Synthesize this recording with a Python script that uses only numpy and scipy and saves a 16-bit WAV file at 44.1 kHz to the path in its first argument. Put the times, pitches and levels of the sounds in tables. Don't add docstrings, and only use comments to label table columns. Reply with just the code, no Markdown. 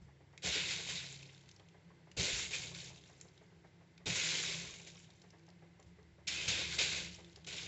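import sys
import numpy as np
from scipy import signal
from scipy.fft import rfft, irfft, next_fast_len
from scipy.io import wavfile
from scipy.ndimage import uniform_filter1d, map_coordinates

SR = 44100
rng = np.random.default_rng(int(sys.argv[2]) if len(sys.argv) > 2 else 0)


def to_wav(sig):
    pcm = np.clip(np.atleast_2d(sig), -1, 1) * 32767
    pcm = np.round(pcm).astype(np.int16)
    wavfile.write(sys.argv[1], SR, pcm.T)


def boost(x):
    u = np.asarray(x, float) / 20
    return 10 ** u


N = 338247


def unit(x):
    return x / np.sqrt(np.mean(x ** 2) + 1e-20)


def along(points, hz):
    point_hz, value = np.transpose(points)
    return np.interp(np.log(hz + 1), np.log(point_hz + 1), value)


def filtered(x, response):
    size = next_fast_len(N + 8192, real=True)
    return irfft(rfft(x, size) * response(np.fft.rfftfreq(size, 1 / SR)), size)[:N]


def coloured(x, spectrum):
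    return unit(filtered(x, lambda hz: boost(along(spectrum, hz))))


def modes(table):
    def response(f):
        total = 0
        for k, (hz, width_hz, db) in enumerate(table):
            damping = 1j * f * width_hz
            total = total + (-1) ** k * boost(db) * damping / (hz * hz - f * f + damping)
        return total
    return response


def wobble(rate_hz):
    coarse = np.arange(0, N + 64, 64)
    knots = rng.standard_normal(int(N * rate_hz / SR) + 400)
    return np.interp(np.arange(N), coarse, map_coordinates(knots, [coarse * rate_hz / SR]))


def mottled(depth_db, frame, bands, frames):
    z = signal.stft(rng.standard_normal(N), nperseg=frame)[2]
    field = uniform_filter1d(rng.standard_normal(z.shape), size=bands, axis=0)
    field = uniform_filter1d(field, size=frames, axis=1)
    return signal.istft(z * boost(depth_db * unit(field)), nperseg=frame)[1][:N]


def patchy(depth_db):
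    return mottled(depth_db, frame=256, bands=4, frames=8)


def beads(depth_db):
    return unit(mottled(depth_db, frame=128, bands=6, frames=5))


def unsteady(hz, wander_hz, flutter_db, pace_hz):
    phase = 2 * np.pi * np.cumsum(hz + wander_hz * wobble(pace_hz)) / SR
    return unit(boost(2 * flutter_db * np.tanh(wobble(pace_hz) / 2 - .5)) * np.sin(phase))


GATE_SHUT_DB, GATE_SPAN_DB = -63, 23.5


def gate(hiss, lag_s):
    wish = np.clip((20 * np.log10(hiss) - GATE_SHUT_DB) / GATE_SPAN_DB, 0, 1)
    keep = np.exp(-1 / (lag_s * SR))
    return signal.lfilter([1 - keep], [1, -keep], wish)


# rest_db, gate_open_gain_db, load_share (dB per dB), compressor_gain_db
HUM_RULE = [(-81, 10, -0.1, 8.5), (-73.5, 7.5, -1.0, -1.5), (-72.5, 11, 0.95, -0.7), (-86, 13, 0.84, 5.5)]
# start_s, load_db
LOAD = [(0.0, -6.5), (0.35, -6.5), (0.6, -0.5), (1.05, -5.5), (1.47, -2.5), (2.05, 4.5), (2.35, -2),
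        (2.78, 0), (3.27, -4), (4.08, 5), (4.5, 2), (5.15, 2), (5.4, 8.5), (5.88, 3.5), (6.45, -1),
        (7.05, 1), (7.3, 5), (7.67, 2)]
GATE_LAG_S = 0.092
COMPRESSOR_S, SPIN_UP_S = 5.74, 0.37
SURGE_S, SURGE_WIDTH_S, SURGE_DB = 2.82, 0.17, 5


def hum_levels_db(hiss):
    t = np.arange(N) / SR
    opened = gate(hiss, GATE_LAG_S)
    load_db = np.interp(t, *np.transpose(LOAD))
    running = np.clip((t - COMPRESSOR_S) / SPIN_UP_S, 0, 1)
    surge_db = SURGE_DB * np.exp(-((t - SURGE_S) / SURGE_WIDTH_S) ** 2)
    return [rest_db + open_db * opened + share * load_db + gain_db * running + surge_db
            for rest_db, open_db, share, gain_db in HUM_RULE]


# pitch_hz, wander_hz, flutter_db, pace_hz
HUM = [(75.4, .8, 1.5, 3), (135.5, 1.5, 3, 5), (168, 4, 4.5, 16), (338, 5, 3.5, 14)]


def hums(levels_db):
    return sum(boost(db + 4) * unsteady(*tone) for db, tone in zip(levels_db, HUM))


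# pitch_hz, level_db (rms)
MAINS = (99.6, -70.5)


def mains(mean_db):
    hz, db = MAINS
    return boost(db + 0.28 * (mean_db + 73)) * unsteady(hz, 0.32, 1, 2)


# pitch_hz, level_db (per Hz)
RUMBLE = [(15, -48), (25, -12.5), (75, 1), (156, 3.5), (183, 8), (227, -21), (260, -13), (340, -46),
          (570, -120)]


def rumble(mean_db):
    return boost(mean_db + 9) * coloured(rng.standard_normal(N), RUMBLE)


# pitch_hz, level_db (per Hz)
AIR = [(130, -33.5), (220, -7), (245, -8), (337, -2), (657, -12.5), (932, -12.5), (1150, -19),
       (1610, -16.5), (1820, -14), (2120, -17), (2910, -20), (3720, -21), (7150, -27), (7830, -24.5),
       (8320, -47), (10800, -57), (18300, -120)]
AIR_DB, AIR_OPEN_DB, AIR_LAG_S = -70.5, 1.5, .6


def room_air(hiss):
    air = patchy(depth_db=0.5)
    ducts = [(1560, 110, -6.0), (1850, 31, -7.0), (2073, 100, 2), (3330, 93, -15.0), (4600, 63, -13.5)]
    whirr = filtered(air, modes(ducts))
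    level_db = AIR_DB + AIR_OPEN_DB * gate(hiss, AIR_LAG_S) + 1.0 + 0.26 * wobble(1.6)
    return boost(level_db) * coloured(air + whirr, AIR)


# start_s, peak_db, t60_s, deep_db (re peak)
THUDS = [(0.014, -54, 0.3, -4.5), (0.443, -39, 0.33, -10.5), (0.47, -46, 0.32, -15),
         (2.169, -41, 0.28, -13), (2.188, -35.5, 0.22, -14.5), (2.329, -45, 0.31, -5),
         (4.065, -34.5, 0.29, -28), (4.097, -40, 0.28, -26), (4.159, -44, 0.32, -19), (5.86, -58, 0.33, -2),
         (6.276, -48, 0.32, -17), (6.483, -37, 0.25, -15), (6.54, -42, 0.19, -16), (6.777, -48.5, 0.2, -13)]


def thuds():
    push, t = np.zeros((2, N + SR)), np.arange(SR // 3) / SR
    for s, db, t60_s, deep_db in THUDS:
        level_db = db - 6.5 - 60 * t / t60_s + np.array([[0], [deep_db + 9.0]])
        push[:, round(s * SR):][:, :len(t)] += boost(level_db) * (1 - np.exp(-t / 0.0026))
    low = coloured(rng.standard_normal(N), [(50, -26.5), (90, -1.0), (190, 1.0), (240, -25.0), (500, -43.5)])
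    deep = coloured(rng.standard_normal(N), [(20, -42.5), (45, -2.5), (75, 6.0), (110, -35.0)])
    return push[0, :N] * low + push[1, :N] * deep


# start_s, peak_db
KNOCKS = [(0.081, -57), (0.203, -56.5), (0.33, -53), (1.289, -63), (1.435, -58), (1.595, -53.5),
          (1.742, -55), (1.902, -54.5), (2.067, -55), (2.9, -50), (3.093, -53.5), (3.246, -54),
          (3.412, -54.5), (3.519, -60.5), (3.64, -52), (3.807, -57), (4.0, -55), (4.794, -52),
          (4.949, -56.5), (5.09, -58), (5.237, -55.5), (5.331, -53), (5.479, -54.5), (5.619, -53.5),
          (5.793, -54), (5.984, -54), (6.182, -54.5), (7.184, -50), (7.369, -55), (7.579, -52)]
MASKED_KNOCKS_S = [0.78, 0.864, 2.389, 2.505, 2.712, 4.482, 4.639, 6.393, 6.544, 6.984]
MASKED_KNOCK_DB = -48
# pitch_hz, width_hz, level_db
WOOD = [(330, 90, -7), (420, 60, 0), (580, 140, -5), (770, 140, -4), (1100, 250, -10), (1640, 250, -13),
        (2000, 300, -12)]


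def knocks():
    blows, t = np.zeros(N + SR), np.arange(SR // 8) / SR
    wood = unit(filtered(rng.standard_normal(N), modes(WOOD)))
    for s, db in list(KNOCKS) + [(s, MASKED_KNOCK_DB) for s in MASKED_KNOCKS_S]:
        blows[round(s * SR):][:len(t)] += boost(db - 4.0 - 60 * t / 0.12) * (1 - np.exp(-t / 0.003))
    return blows[:N] * wood


# start_s, peak_db, pitch_hz
FORERUNNERS = [
    (0.3287, -66, 2600),
    (0.377, -40, 2370),
    (2.115, -46.5, 2470),
    (3.9783, -50, 2220),
    (7.36, -45, 4400),
    (7.446, -46, 3630),
]
# start_s, peak_db, pitch_hz
SPITS = [(1.229, -43.5, 2690), (1.3472, -51, 3640), (1.3776, -52, 3700), (1.4904, -47, 3580),
         (1.5133, -49, 5000), (1.563, -51, 5240), (1.5973, -52, 3540), (1.6865, -54, 2990),
         (2.7483, -38.5, 4100), (2.7876, -38.5, 3800), (2.96, -48, 2470), (3.0114, -53, 3650),
         (3.038, -50, 3270), (3.098, -56, 2570), (3.212, -38.5, 7200), (4.436, -30, 2500),
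         (3.377, -54, 3630), (4.739, -41, 2600), (4.956, -51, 3670), (5.0, -48.5, 2590),
         (5.1034, -54, 4200), (5.218, -52.5, 5000), (5.3046, -54, 5000), (5.466, -61, 6000),
         (5.4882, -55, 5170), (5.799, -55, 7630), (5.8271, -57, 4350), (7.246, -49, 3520),
         (7.2972, -54, 4140), (7.33, -55, 3340)]
# start_s, peak_db
STRAYS = [(1.4364, -58), (1.459, -63), (1.508, -60), (3.2009, -55), (3.286, -56), (3.4645, -62),
          (3.6734, -60), (5.0164, -59), (5.1371, -60), (5.1976, -61), (5.385, -60), (5.395, -60),
          (5.5027, -54), (6.0293, -59), (7.4199, -63)]
FORERUNNER_T60_S, SPIT_T60_S, STRAY_T60_S, STRAY_HZ = 0.027, 0.022, 0.012, 4200


def spits():
    out, t = np.zeros(N + SR), np.arange(SR // 8) / SR
    f = np.fft.rfftfreq(len(t), 1 / SR)
    highpass = (f / 1800) ** 2 / (1 + (f / 1800) ** 2)
    treble_cut = boost(-9 * np.clip((f - 7300) / 700, 0, 1))
    events = [(*row, FORERUNNER_T60_S) for row in FORERUNNERS]
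    events += [(*row, SPIT_T60_S) for row in SPITS]
    events += [(*row, STRAY_HZ, STRAY_T60_S) for row in STRAYS]
    for s, db, hz, t60_s in events:
        broad = boost(-2.5) * highpass * np.minimum(1, hz / (f + 1)) ** .5
        peak = np.exp(-(np.log(f / hz + 1e-3) / 0.16) ** 2)
        noise = irfft(rfft(rng.standard_normal(len(t))) * treble_cut * (broad + peak), len(t))
        crack = boost(-60 * t / t60_s) * (1 - np.exp(-t / 0.00033)) * noise
        out[round((s - .0005) * SR):][:len(t)] += boost(db + 1.5) * crack / np.abs(crack).max()
    return out[:N]


# start_s, hiss_db, rise_s, hold_s, fall_db_per_s
DROPS = [(0.419, -36.5, .053, 0.0022, 128), (0.491, -34, 0.064, .002, 67.5),
         (0.653, -39.5, 0.053, .002, 66), (0.864, -41.5, 0.029, 0.0023, 131.5),
         (0.951, -44.5, .011, .002, 68), (2.165, -39, 0.014, 0.06, 58), (2.174, -39.5, 0.079, 0.16, 138.5),
         (2.504, -39.5, 0.048, 0.0022, 258.5), (2.558, -49.5, 0.016, 0.12, 278),
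         (2.733, -53, .014, 0.14, 302.5), (2.916, -64.5, 0.033, .002, 61), (4.057, -39, 0.011, .075, 153),
         (4.143, -36.5, 0.011, 0.25, 303), (4.411, -39.5, 0.023, 0.051, 59.5),
         (4.476, -42.5, .012, .002, 200), (4.861, -49.5, .012, .002, 479.5),
         (6.269, -36.5, .013, .002, 173), (6.285, -41.5, 0.039, .17, 203), (6.475, -30, 0.013, .002, 260),
         (6.49, -37.5, 0.039, 0.095, 99.5), (6.691, -39, 0.053, .002, 263.5),
         (6.78, -31, 0.01, 0.024, 125.5), (6.847, -40, 0.055, .075, 104), (7.463, -47, 0.0097, 0.28, 50)]
SAG_DB_PER_S, FILM_DB, DRYING_DB_PER_S = 10, -71, -44


def boiling():
    t, power = np.arange(N) / SR, np.full(N, 1e-14)
    for s, db, rise_s, hold_s, fall_db_per_s in DROPS:
        end_db = db - SAG_DB_PER_S * hold_s
        fall_s = max(end_db - FILM_DB, .1) / fall_db_per_s
        corners_s = np.cumsum([s + rise_s, hold_s, fall_s, 1])
        on = slice(round(s * SR), round(corners_s[-1] * SR))
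        shape_db = np.interp(t[on], corners_s, [db, end_db, FILM_DB, FILM_DB + DRYING_DB_PER_S])
        power[on] += (np.clip((t[on] - s) / rise_s, 0, 1) * boost(shape_db)) ** 2
    return np.sqrt(power)


# pitch_hz, level_db (per Hz)
LINGER = [(1200, -29.5), (2200, 0), (3500, -1.5), (5200, -11.5), (8000, -29.5), (12000, -120)]
LINGER_DB = -70


def lingering_air(hiss):
    return boost(LINGER_DB) * gate(hiss, lag_s=1.0) * coloured(beads(depth_db=2.5), LINGER)


# start_s, puff_db
FLASHES = [
    (0.435, -45),
    (0.465, -48),
    (2.166, -45),
    (2.189, -50),
    (4.057, -45),
    (6.481, -51),
    (6.78, -50),
    (7.466, -66),
]
FLASH_T60_S = 0.33


def flashes():
    out, t = np.zeros(N + SR), np.arange(SR // 2) / SR
    for s, db in FLASHES:
        out[round(s * SR):][:len(t)] += np.clip(t / 0.0067, 0, 1) * boost(db - 60 * t / FLASH_T60_S)
    return out[:N]


# pitch_hz, level_db (per Hz)
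PUFF = [(120, -32), (200, -8.5), (238, -4.5), (474, 3.5), (771, -6), (1060, -18), (1200, -17),
        (1560, -46.5), (2640, -120)]
PUFF_DB, PUFF_FOLLOWS = -55, 0.56


def puffs(hiss):
    strength = boost(PUFF_DB) * (hiss / boost(-39.5)) ** PUFF_FOLLOWS * np.clip(hiss / boost(-66), 0, 1)
    rush = coloured(patchy(depth_db=1.0) * boost(2.2 * wobble(30)), PUFF)
    return boost(-3.0) * (strength + flashes()) * rush


def bursts(per_second, spread_db, life_s):
    draw = rng.random((2, N))
    starts = (draw[0] < per_second / SR) * boost(-2 * spread_db * np.log(draw[1] + .03))
    return signal.lfilter([1], [1, -np.exp(-1 / (life_s * SR))], starts)


# pitch_hz, width_hz, level_db
PAN = [(2148, 14, -6), (2466, 130, 9), (3750, 380, -3.5), (6490, 120, -0.5)]


def chopped(hiss):
    thin = np.clip((-42 - 20 * np.log10(hiss + 1e-6)) / 22, 0, 1)
    dense = unit(np.sqrt(bursts(1200, spread_db=-1.5, life_s=.0007) + .5))
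    sparse = unit(np.sqrt(bursts(130, spread_db=1.5, life_s=0.0032) + 0.39))
    chop = dense * (1 - 0.74 * thin + 0.87 * thin * sparse) * boost(0.46 * wobble(25))
    film = np.sqrt(1 - 0.7 * thin) * unit(patchy(depth_db=1.5))
    broken = np.sqrt(0.83 * thin) * beads(depth_db=5.5)
    raw = (film + broken) * chop
    return raw + boost(-2) * filtered(raw, modes(PAN))


# pitch_hz, level_db (per Hz)
HISS = [(590, -28), (1000, -13), (1260, -16.5), (1480, -6.5), (1870, -6.5), (2120, 0.5), (2430, 0),
        (2800, -1), (3790, -2), (4380, -3), (5600, -12.5), (7280, -57), (12300, -120)]
FIZZ = [(2820, -29), (4800, -7.5), (5650, -3), (6460, 3.5), (7310, 2), (7800, -3), (8320, -9.5),
        (10800, -54.5), (18300, -120)]
# start_s, level_db
SPLASH_FIZZ = [
    (0.4, 0),
    (2.1, 2),
    (4.0, 1.5),
    (6.2, -1.5),
    (6.65, 0),
    (7.4, -1),
]
FIZZ_DB, FIZZ_FOLLOWS = -45.5, 0.93


def sizzle(hiss):
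    start_s, splash_db = np.transpose(SPLASH_FIZZ)
    splash = np.maximum(np.searchsorted(start_s, np.arange(N) / SR) - 1, 0)
    fizz_db = FIZZ_DB + splash_db[splash] + 0.85 * wobble(12)
    fizz = boost(fizz_db) * (hiss / boost(-40)) ** FIZZ_FOLLOWS
    ringing = chopped(hiss)
    return hiss * coloured(ringing, HISS) + puffs(hiss) + fizz * coloured(ringing, FIZZ)


# start_s, level_db, pitch_hz, t60_s
RINGS = [
    (6.272, -37, 5250, 0.13),
    (6.272, -39.5, 2550, .2),
    (6.36, -45.5, 2500, 1),
    (6.52, -42.5, 2480, .6),
    (6.79, -39, 2490, 0.47),
    (6.272, -38.5, 6500, 0.1),
    (6.481, -31, 6500, 0.087),
    (2.53, -36.5, 2430, 0.17),
]


def rings():
    out, t = np.zeros(N + SR), np.arange(SR // 4) / SR
    for s, db, hz, t60_s in RINGS:
        mode = unit(signal.lfilter(*signal.iirpeak(hz, hz / 170, SR), rng.standard_normal(len(t))))
        out[round(s * SR):][:len(t)] += boost(db - 60 * t / t60_s) * np.clip(t / 0.0071, 0, 1) * mode
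    return out[:N]


# pitch_hz, t60_s
KITCHEN = [(300, 0.33), (2000, 0.27), (8000, 0.23)]


def kitchen(x):
    hz, t, z = signal.stft(rng.standard_normal(SR // 2), SR, nperseg=256)
    decay = boost(-60 * t / along(KITCHEN, hz)[:, None])
    tail = signal.istft(z * decay, SR, nperseg=256)[1]
    return signal.fftconvolve(np.pad(x, (200, 0)), tail / np.linalg.norm(tail))[:N]


def scene():
    hiss = boiling()
    levels_db = hum_levels_db(hiss)
    mean_db = np.mean(levels_db, axis=0)
    background = hums(levels_db) + mains(mean_db) + rumble(mean_db) + room_air(hiss) + lingering_air(hiss)
    far = knocks()
    pan = spits() + sizzle(hiss) + rings()
    room = kitchen(boost(-10.5) * pan + boost(-8.5) * far)
    return (background + thuds() + far + pan + room)[None]


def band_limit(x):
    return signal.sosfilt(signal.butter(12, 8470, fs=SR, output="sos"), x)


def record(dry):
    soft = dry[0] / (1 + np.abs(dry[0] / .11) ** 3) ** (1 / 3)
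    rolloff = [(22, -16), (45, -1), (7600, -1), (8100, -15.5), (8400, -15.0), (8520, -68.5)]  # pitch_hz, level_db
    kept = filtered(soft, lambda hz: boost(along(rolloff, hz)))
    return band_limit(kept[None])


dry = scene()
out = record(dry)
to_wav(out)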